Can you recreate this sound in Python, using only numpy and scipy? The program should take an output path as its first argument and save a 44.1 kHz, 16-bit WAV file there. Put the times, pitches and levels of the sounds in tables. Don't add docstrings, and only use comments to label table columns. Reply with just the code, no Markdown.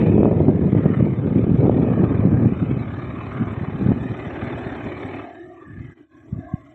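import sys
import numpy as np
from scipy import signal
from scipy.fft import rfft, irfft, next_fast_len
from scipy.io import wavfile
from scipy.ndimage import uniform_filter1d

SR = 44100
rng = np.random.default_rng(int(sys.argv[2]) if len(sys.argv) > 2 else 0)


def unload_wav(signal):
    wavfile.write(
        sys.argv[1],
        SR,
        np.round(np.clip(np.atleast_2d(signal).T, -1, 1) * 32767).astype(np.int16),
    )


N = 297586
TIME = np.arange(N) / SR
FREQS = np.maximum(np.fft.rfftfreq(N, 1 / SR), 1)

# (time [s], level [dB])
CARRY = [(0, -2), (0.45, -7), (1.55, -4.5), (2.05, -2.5), (3.95, -1.5), (4.45, 5), (5.21, 1.5),
         (5.33, -11.5), (5.48, -21.5), (5.85, -19), (6.1, -23), (6.42, -23.5), (6.75, -26)]
# (time [s], peak level [dB], pitch at the middle [Hz], steep front relative to the swing [dB])
THUMPS = [(0.1, -5.5, 190, -21.5), (0.145, -5, 235, -19), (0.165, -5.5, 250, -11), (0.193, -2.5, 215, -23),
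          (0.2322, -3.5, 356, 12), (0.249, -5.5, 330, 3), (0.256, -7.5, 680, 0), (0.33, -11, 380, 18),
          (0.446, -10.5, 310, -6), (0.484, -2.5, 199, -4), (0.594, -9, 270, -17), (0.731, -5, 215, -13),
          (0.751, -6.5, 290, -1.5), (0.858, -6.5, 394, -7), (0.904, -6, 253, -29), (1.027, -3.5, 183, -31),
          (1.262, -9.5, 272, -18), (1.3613, -4.5, 218, -32), (1.394, -7, 287, -18.5),
          (1.495, -7.5, 225, -23), (1.517, -5.5, 185, -22.5), (1.546, -5, 190, -24),
          (1.6324, -7.5, 315, -10.5), (1.682, -5, 293, -24), (1.697, -3, 460, -9), (1.833, -7, 241, -28),
          (1.994, -11, 247, -9.5), (2.196, -8.5, 171, -26.5), (2.254, -4, 219, -22), (2.459, -5, 200, -15),
          (2.524, -10, 199, -11), (2.714, -10.5, 226, -18.5), (3.614, -16, 185, -21),
          (3.813, -14, 267, -17), (3.919, -6, 200, -3.5), (4.058, -17, 224, -17), (4.271, -20, 167, -28),
          (4.668, -18, 180, -20), (5.052, -22.5, 169, -15), (6.331, -16.5, 160, -30),
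          (6.541, -12, 159, -42)]


def from_db(db):
    return 10 ** (np.asarray(db) / 20)


def rms_one(x):
    return x / np.sqrt(np.mean(x ** 2) + 1e-20)


def in_time(rows):
    times, *columns = np.transpose(rows)
    return [np.interp(TIME, times, column) for column in columns]


def bell(middle_s, half_s):
    return np.exp(-.5 * np.minimum(((TIME - middle_s) / half_s) ** 2, 100))


def colour(points):
    hz, db = np.transpose(points)
    return from_db(np.interp(np.log(FREQS), np.log(hz), db))


def noise(gains):
    size = next_fast_len(N, True)
    shape = np.interp(np.fft.rfftfreq(size, 1 / SR), FREQS, gains)
    spectrum = rfft(rng.standard_normal(size)) * shape
    return rms_one(irfft(spectrum, size)[:N])


def drift(rate):
    return noise(1 / (1 + (FREQS / rate) ** 4))


def even(x, span_s):
    size = max(int(span_s * SR), 8)
    power = uniform_filter1d(uniform_filter1d(x ** 2, size), size)
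    return x / np.sqrt(np.abs(power) + 1e-12)


def patches(hz, times, patch_hz, patch_s):
    field = rng.standard_normal((len(hz), len(times)))
    steps_per_patch = (patch_hz / hz[1], patch_s / times[1])
    for axis, steps in enumerate(steps_per_patch):
        blur = np.exp(-.5 * (np.arange(-40, 41) / steps) ** 2)
        field = signal.fftconvolve(field, np.expand_dims(blur, 1 - axis), "same")
    return rms_one(field)


def scatter(x, patchy_db, patch_hz, patch_s):
    hz, times, cells = signal.stft(x, SR, nperseg=1024, noverlap=768)
    cells = cells * from_db(patchy_db * patches(hz, times, patch_hz, patch_s))
    return rms_one(signal.istft(cells, SR, nperseg=1024, noverlap=768)[1][:N])


def sizzle():
    # (frequency [Hz], relative level [dB])
    sizzle_spectrum = [(4900, -20.5), (5450, 1), (6700, -7.5), (7800, 2), (8300, -22.5)]
    # (time [s], level [dB])
    sizzle_level = [(0, -79), (1.1, -82.5), (2.5, -81), (4.3, -75), (5.15, -73.5), (5.35, -82)]
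    grain = scatter(noise(colour(sizzle_spectrum)), patchy_db=6.0, patch_hz=110, patch_s=0.0055)
    flicker_db = 2.0 * drift(25)
    return from_db(in_time(sizzle_level)[0] + flicker_db) * grain


def ticks():
    # (time [s], starting level [dB])
    tick_list = [(0.848, -46.5), (1.353, -52), (1.598, -48), (3.888, -55)]
    pitch_hz, decay_s = 11770, .0002
    out = np.zeros(N)
    age = TIME[:SR // 100]
    tick = np.sin(2 * np.pi * pitch_hz * age) * np.exp(-age / decay_s)
    for time_s, level_db in tick_list:
        start = int(time_s * SR)
        out[start:start + len(tick)] += from_db(level_db) * tick
    return out


def background():
    hiss_db = -89.5
    return from_db(hiss_db) * rng.standard_normal(N) + sizzle() + ticks()


def wind_levels():
    # (time [s], level [dB])
    steady_blow = [(0, -15), (0.8, -19.5), (1.2, -20.5), (1.75, -17.5), (2.45, -20), (2.56, -25.5),
                   (2.95, -28.5), (3.3, -31.5), (3.5, -27), (4.02, -25.5), (4.18, -35), (5.2, -38.5),
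                   (5.27, -54.5), (6.1, -59.5), (6.45, -42.5), (6.75, -57)]
    # (time [s], half width [s], buffeting level [dB], level of the flutter of fine eddies [dB])
    gusts = [(0.186, 0.036, -26, -19), (0.27, 0.034, -38.5, -18), (0.402, 0.0091, -17.5, -16.5),
             (0.489, 0.006, -13.5, -13), (0.659, 0.0084, -13, -20), (0.785, 0.014, -13, -26),
             (0.862, 0.0034, -7, -16), (1.007, 0.011, -9.5, -23), (1.071, 0.0064, -16, -18.5),
             (1.386, 0.026, -16.5, -27.5), (1.613, 0.015, -13.5, -21.5), (1.652, 0.012, -19, -17.5),
             (1.83, 0.058, -21.5, -25), (2.022, 0.016, -15.5, -17), (2.27, 0.033, -17, -33),
             (2.352, 0.016, -13, -27.5), (2.449, 0.016, -11, -24), (2.628, 0.0079, -17, -34.5),
             (2.72, 0.049, -22, -34.5), (2.81, 0.0084, -23, -59), (3.414, 0.019, -19.5, -51),
             (3.825, 0.0082, -19, -38), (3.863, 0.005, -13, -27.5), (3.897, 0.014, -14, -24.5),
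             (4.113, 0.0083, -23.5, -40), (4.437, 0.025, -27.5, -53), (4.55, 0.012, -28.5, -53),
             (4.861, 0.011, -28, -46), (5.47, 0.016, -47, -58), (5.695, 0.013, -37, -63),
             (5.81, 0.042, -32.5, -75), (6.344, 0.015, -24, -47), (6.39, 0.008, -28, -62)]
    blow_db = in_time(steady_blow)[0]
    buffet = from_db(blow_db) ** 2
    flutter = from_db(-28 + 1.7 * (blow_db + 19)) ** 2
    for time_s, half_s, buffet_db, flutter_db in gusts:
        swell = bell(time_s, half_s)
        buffet = buffet + swell * from_db(buffet_db) ** 2
        flutter = flutter + swell * from_db(flutter_db) ** 2
    return 10 * np.log10(buffet), 10 * np.log10(flutter)


def wind(lumps_db, flutter_lumps_db, strong_db):
    # (frequency [Hz], relative level [dB])
    strong_spectrum = [(32, -38.5), (50, -20), (70, -15), (105, 3.5), (180, 2.5), (260, -1), (340, -11.5),
                       (450, -22), (700, -35), (1500, -41), (4000, -85.5)]
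    breeze_spectrum = [(32, -39), (50, -13), (70, 0.5), (105, 5), (135, 3.5), (190, -13.5), (260, -3.5),
                       (400, -35.5), (1000, -83.5)]
    flutter_spectrum = [(150, -16), (300, 11), (400, 9), (540, 1), (720, -6.5), (950, -14.5), (1400, -44.5),
                        (3500, -81.5)]
    gust_db, flutter_db = wind_levels()
    lumps = drift(32)
    eddies = rms_one(lumps + drift(80))
    strong = .5 + .5 * np.tanh((gust_db - strong_db) / 9)
    strong_air = np.sqrt(strong) * noise(colour(strong_spectrum))
    light_air = np.sqrt(1 - strong) * noise(colour(breeze_spectrum))
    buffet = even((strong_air + light_air) * from_db(lumps_db * lumps), span_s=0.041)
    flutter = noise(colour(flutter_spectrum)) * from_db(flutter_lumps_db * eddies)
    flutter = even(flutter, span_s=0.02)
    return from_db(gust_db) * buffet + from_db(flutter_db) * flutter


def lulls(depth, half_s):
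    near = sum(bell(time_s, half_s) for time_s, *_ in THUMPS)
    return 1 - np.clip(depth * near, 0, .9)


def thumps(cycles, slowing, edge_s):
    out = np.zeros(N)
    age = np.arange(-SR // 40, SR // 40) / SR
    front = age / edge_s / (1 + (age / edge_s) ** 2) ** 2
    for time_s, peak_db, hz, front_db in THUMPS:
        turns = (1 - np.exp(-slowing * age * hz)) / slowing
        swing = np.sin(2 * np.pi * turns) * np.exp(-.5 * (turns / cycles) ** 2)
        swing = swing * np.hanning(len(age))
        shove = swing / swing.max() + from_db(front_db) * front / front.max()
        start = int((time_s + age[0]) * SR)
        out[start:start + len(shove)] += from_db(peak_db) * shove / shove.max()
    return out


def hollow_band(curve, width_hz):
    centre_hz, level_db = in_time(curve)
    phase = 2 * np.pi * np.cumsum(centre_hz) / SR
    narrow = drift(width_hz / 2) * np.cos(phase) + drift(width_hz / 2) * np.sin(phase)
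    fade_in = np.clip(1 + (TIME - curve[0][0]) / 0.09, 0, 1)
    waver_db = 1.8 * drift(32)
    return fade_in * from_db(level_db + waver_db) * even(narrow, span_s=0.028)


def hollow_bands():
    # (time [s], centre [Hz], level [dB])
    lowest_path = [(5.15, 350, -52), (5.48, 338, -39.5), (5.58, 335, -46.5), (6.0, 318, -48),
                   (6.28, 295, -50.5), (6.45, 296, -42.5), (6.6, 300, -50)]
    second_path = [(5.18, 700, -52), (5.26, 710, -39.5), (5.44, 680, -53.5), (5.53, 690, -45),
                   (5.62, 670, -67), (6.24, 630, -70), (6.4, 655, -49.5), (6.49, 670, -41.5),
                   (6.58, 680, -50.5), (6.63, 640, -63), (6.7, 680, -52)]
    third_path = [(5.25, 1284, -75), (5.49, 1230, -65), (5.55, 1173, -58), (5.62, 1150, -49),
                  (5.79, 1180, -71), (6.05, 1118, -74), (6.16, 1060, -59), (6.27, 1162, -74),
                  (6.35, 1153, -59.5), (6.46, 1083, -68), (6.49, 1070, -47), (6.58, 1090, -55),
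                  (6.75, 1084, -70)]
    fourth_path = [(5.2, 1720, -71), (5.34, 1692, -52.5), (5.44, 1774, -50), (5.52, 1900, -65.5),
                   (5.68, 1720, -53), (5.79, 1720, -51.5), (5.85, 1710, -62), (5.92, 1644, -52),
                   (5.98, 1580, -71), (6.22, 1637, -59), (6.31, 1670, -90), (6.42, 1650, -53),
                   (6.55, 1630, -58), (6.63, 1667, -73.5)]
    top_path = [(5.3, 2100, -63), (5.72, 2090, -78), (5.82, 2063, -56), (5.92, 1973, -56), (6.1, 1960, -80),
                (6.54, 2030, -64.5)]
    low = hollow_band(lowest_path, width_hz=83) + hollow_band(second_path, width_hz=135)
    middle = hollow_band(third_path, width_hz=95) + hollow_band(fourth_path, width_hz=176)
    return low + middle + hollow_band(top_path, width_hz=210)


def firing(wander, alternate_db, uneven_db, puff_width):
    firing_hz = 36.25
    turns = np.cumsum(firing_hz * (1 + wander * drift(1.6))) / SR
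    index = turns.astype(int)
    chance = rng.standard_normal(N)[index]
    strength = from_db(alternate_db * (-1) ** index + uneven_db * chance)
    puff = np.exp(-.5 * ((turns % 1 - .5) / puff_width) ** 2)
    return rms_one(strength * puff)


def throb(puffs, direct):
    direct = np.clip(direct, 0, 1)
    return np.sqrt(1 - direct + direct * puffs ** 2)


def arriving(level_db, follows):
    return from_db(level_db + follows * in_time(CARRY)[0])


def train_band(low_hz, high_hz, level_db, follows, patchy_db):
    # (frequency [Hz], relative level [dB])
    train_spectrum = [(410, 1), (470, -9), (670, -10.5), (830, -12.5), (970, -17), (1220, -10.5),
                      (1420, -20), (1800, -17), (2200, -19.5), (2600, -19), (2800, -34)]
    edges = 1 / np.sqrt((1 + (low_hz / FREQS) ** 30) * (1 + (FREQS / high_hz) ** 40))
    roar = noise(colour(train_spectrum) * edges)
    roar = scatter(roar, patchy_db, patch_hz=52.0, patch_s=0.043)
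    return arriving(level_db, follows) * even(roar, span_s=0.14)


def exhaust_hiss():
    # (frequency [Hz], relative level [dB])
    hiss_spectrum = [(2000, -23.5), (2800, -4), (3030, 4), (3270, -8), (3530, -1.5), (4000, -11.5),
                     (4300, -19.5), (4550, -40), (5100, -47), (5500, -38.5), (7800, -36), (8400, -55.5)]
    hiss = scatter(noise(colour(hiss_spectrum)), patchy_db=5.0, patch_hz=89, patch_s=0.011)
    return arriving(level_db=-57, follows=0.76) * even(hiss, span_s=0.027)


def far_path(x):
    # (time [s], half width [s], gain [dB], centre [Hz], spread [octaves])
    swells = [(0.03, 0.045, 7, 3300, 0.77), (0.19, 0.15, 7, 2520, 0.075), (0.91, 0.11, 6.5, 1660, 0.77),
              (0.943, 0.0055, 11, 1540, 0.54), (0.97, 0.1, 6, 1235, 0.1), (2.06, 0.15, 8.5, 1150, 0.45),
              (2.36, 0.11, -7.5, 3310, 0.25), (3.35, 0.36, 6, 1154, 0.45), (4.501, 0.54, -4.5, 1156, 0.13),
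              (4.75, 0.26, -0.5, 3200, 0.77)]
    hz, times, cells = signal.stft(x, SR, nperseg=512, noverlap=384)
    lost_db = np.maximum(-np.interp(times, *np.transpose(CARRY)), 0)
    gain_db = 0.19 * lost_db * (patches(hz, times, patch_hz=70, patch_s=0.04) - .5)
    for time_s, half_s, swell_db, centre_hz, octaves in swells:
        near_pitch = np.exp(-.5 * (np.log2((hz + 1) / centre_hz) / octaves) ** 2)
        near_time = np.interp(times, TIME, bell(time_s, half_s))
        gain_db = gain_db + swell_db * np.outer(near_pitch, near_time)
    return signal.istft(cells * from_db(gain_db), SR, nperseg=512, noverlap=384)[1][:N]


def train():
    puffs = firing(wander=0.016, alternate_db=1.5, uneven_db=1.5, puff_width=0.31)
    rumble = train_band(low_hz=232, high_hz=421, level_db=-36, follows=0.9, patchy_db=-0.8)
    wheels = train_band(low_hz=500, high_hz=894, level_db=-42, follows=0.99, patchy_db=1.5)
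    bark = train_band(low_hz=933, high_hz=1347, level_db=-45.5, follows=0.92, patchy_db=3.0)
    rasp = train_band(low_hz=1362, high_hz=2590, level_db=-45, follows=0.93, patchy_db=3.0)
    low = (rumble + wheels) * throb(puffs, direct=0.38)
    exhaust = (bark + rasp + exhaust_hiss()) * throb(puffs, direct=0.66)
    return far_path(low + exhaust)


def dropouts():
    # (time [s], half width [s], depth [dB])
    dips = [(5.95, 0.013, -15), (6.08, 0.026, -14)]
    return from_db(sum(depth_db * bell(time_s, half_s) for time_s, half_s, depth_db in dips))


def scene():
    blow = wind(lumps_db=4.0, flutter_lumps_db=6.0, strong_db=-27.5)
    blow = blow * lulls(depth=0.65, half_s=0.0032)
    knocks = thumps(cycles=0.42, slowing=0.59, edge_s=0.00081)
    everything = train() + hollow_bands() + blow + knocks + background()
    return (everything * dropouts())[None]


def record(dry):
    thin = signal.sosfilt(signal.butter(2, 38, "high", fs=SR, output="sos"), dry)
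    rounded = thin / (1 + (thin / .9) ** 6) ** (1 / 6)
    top_cut = signal.cheby2(12, 70, 15500, fs=SR, output="sos")
    return signal.sosfilt(top_cut, rounded)


dry = scene()
out = record(dry)
unload_wav(out)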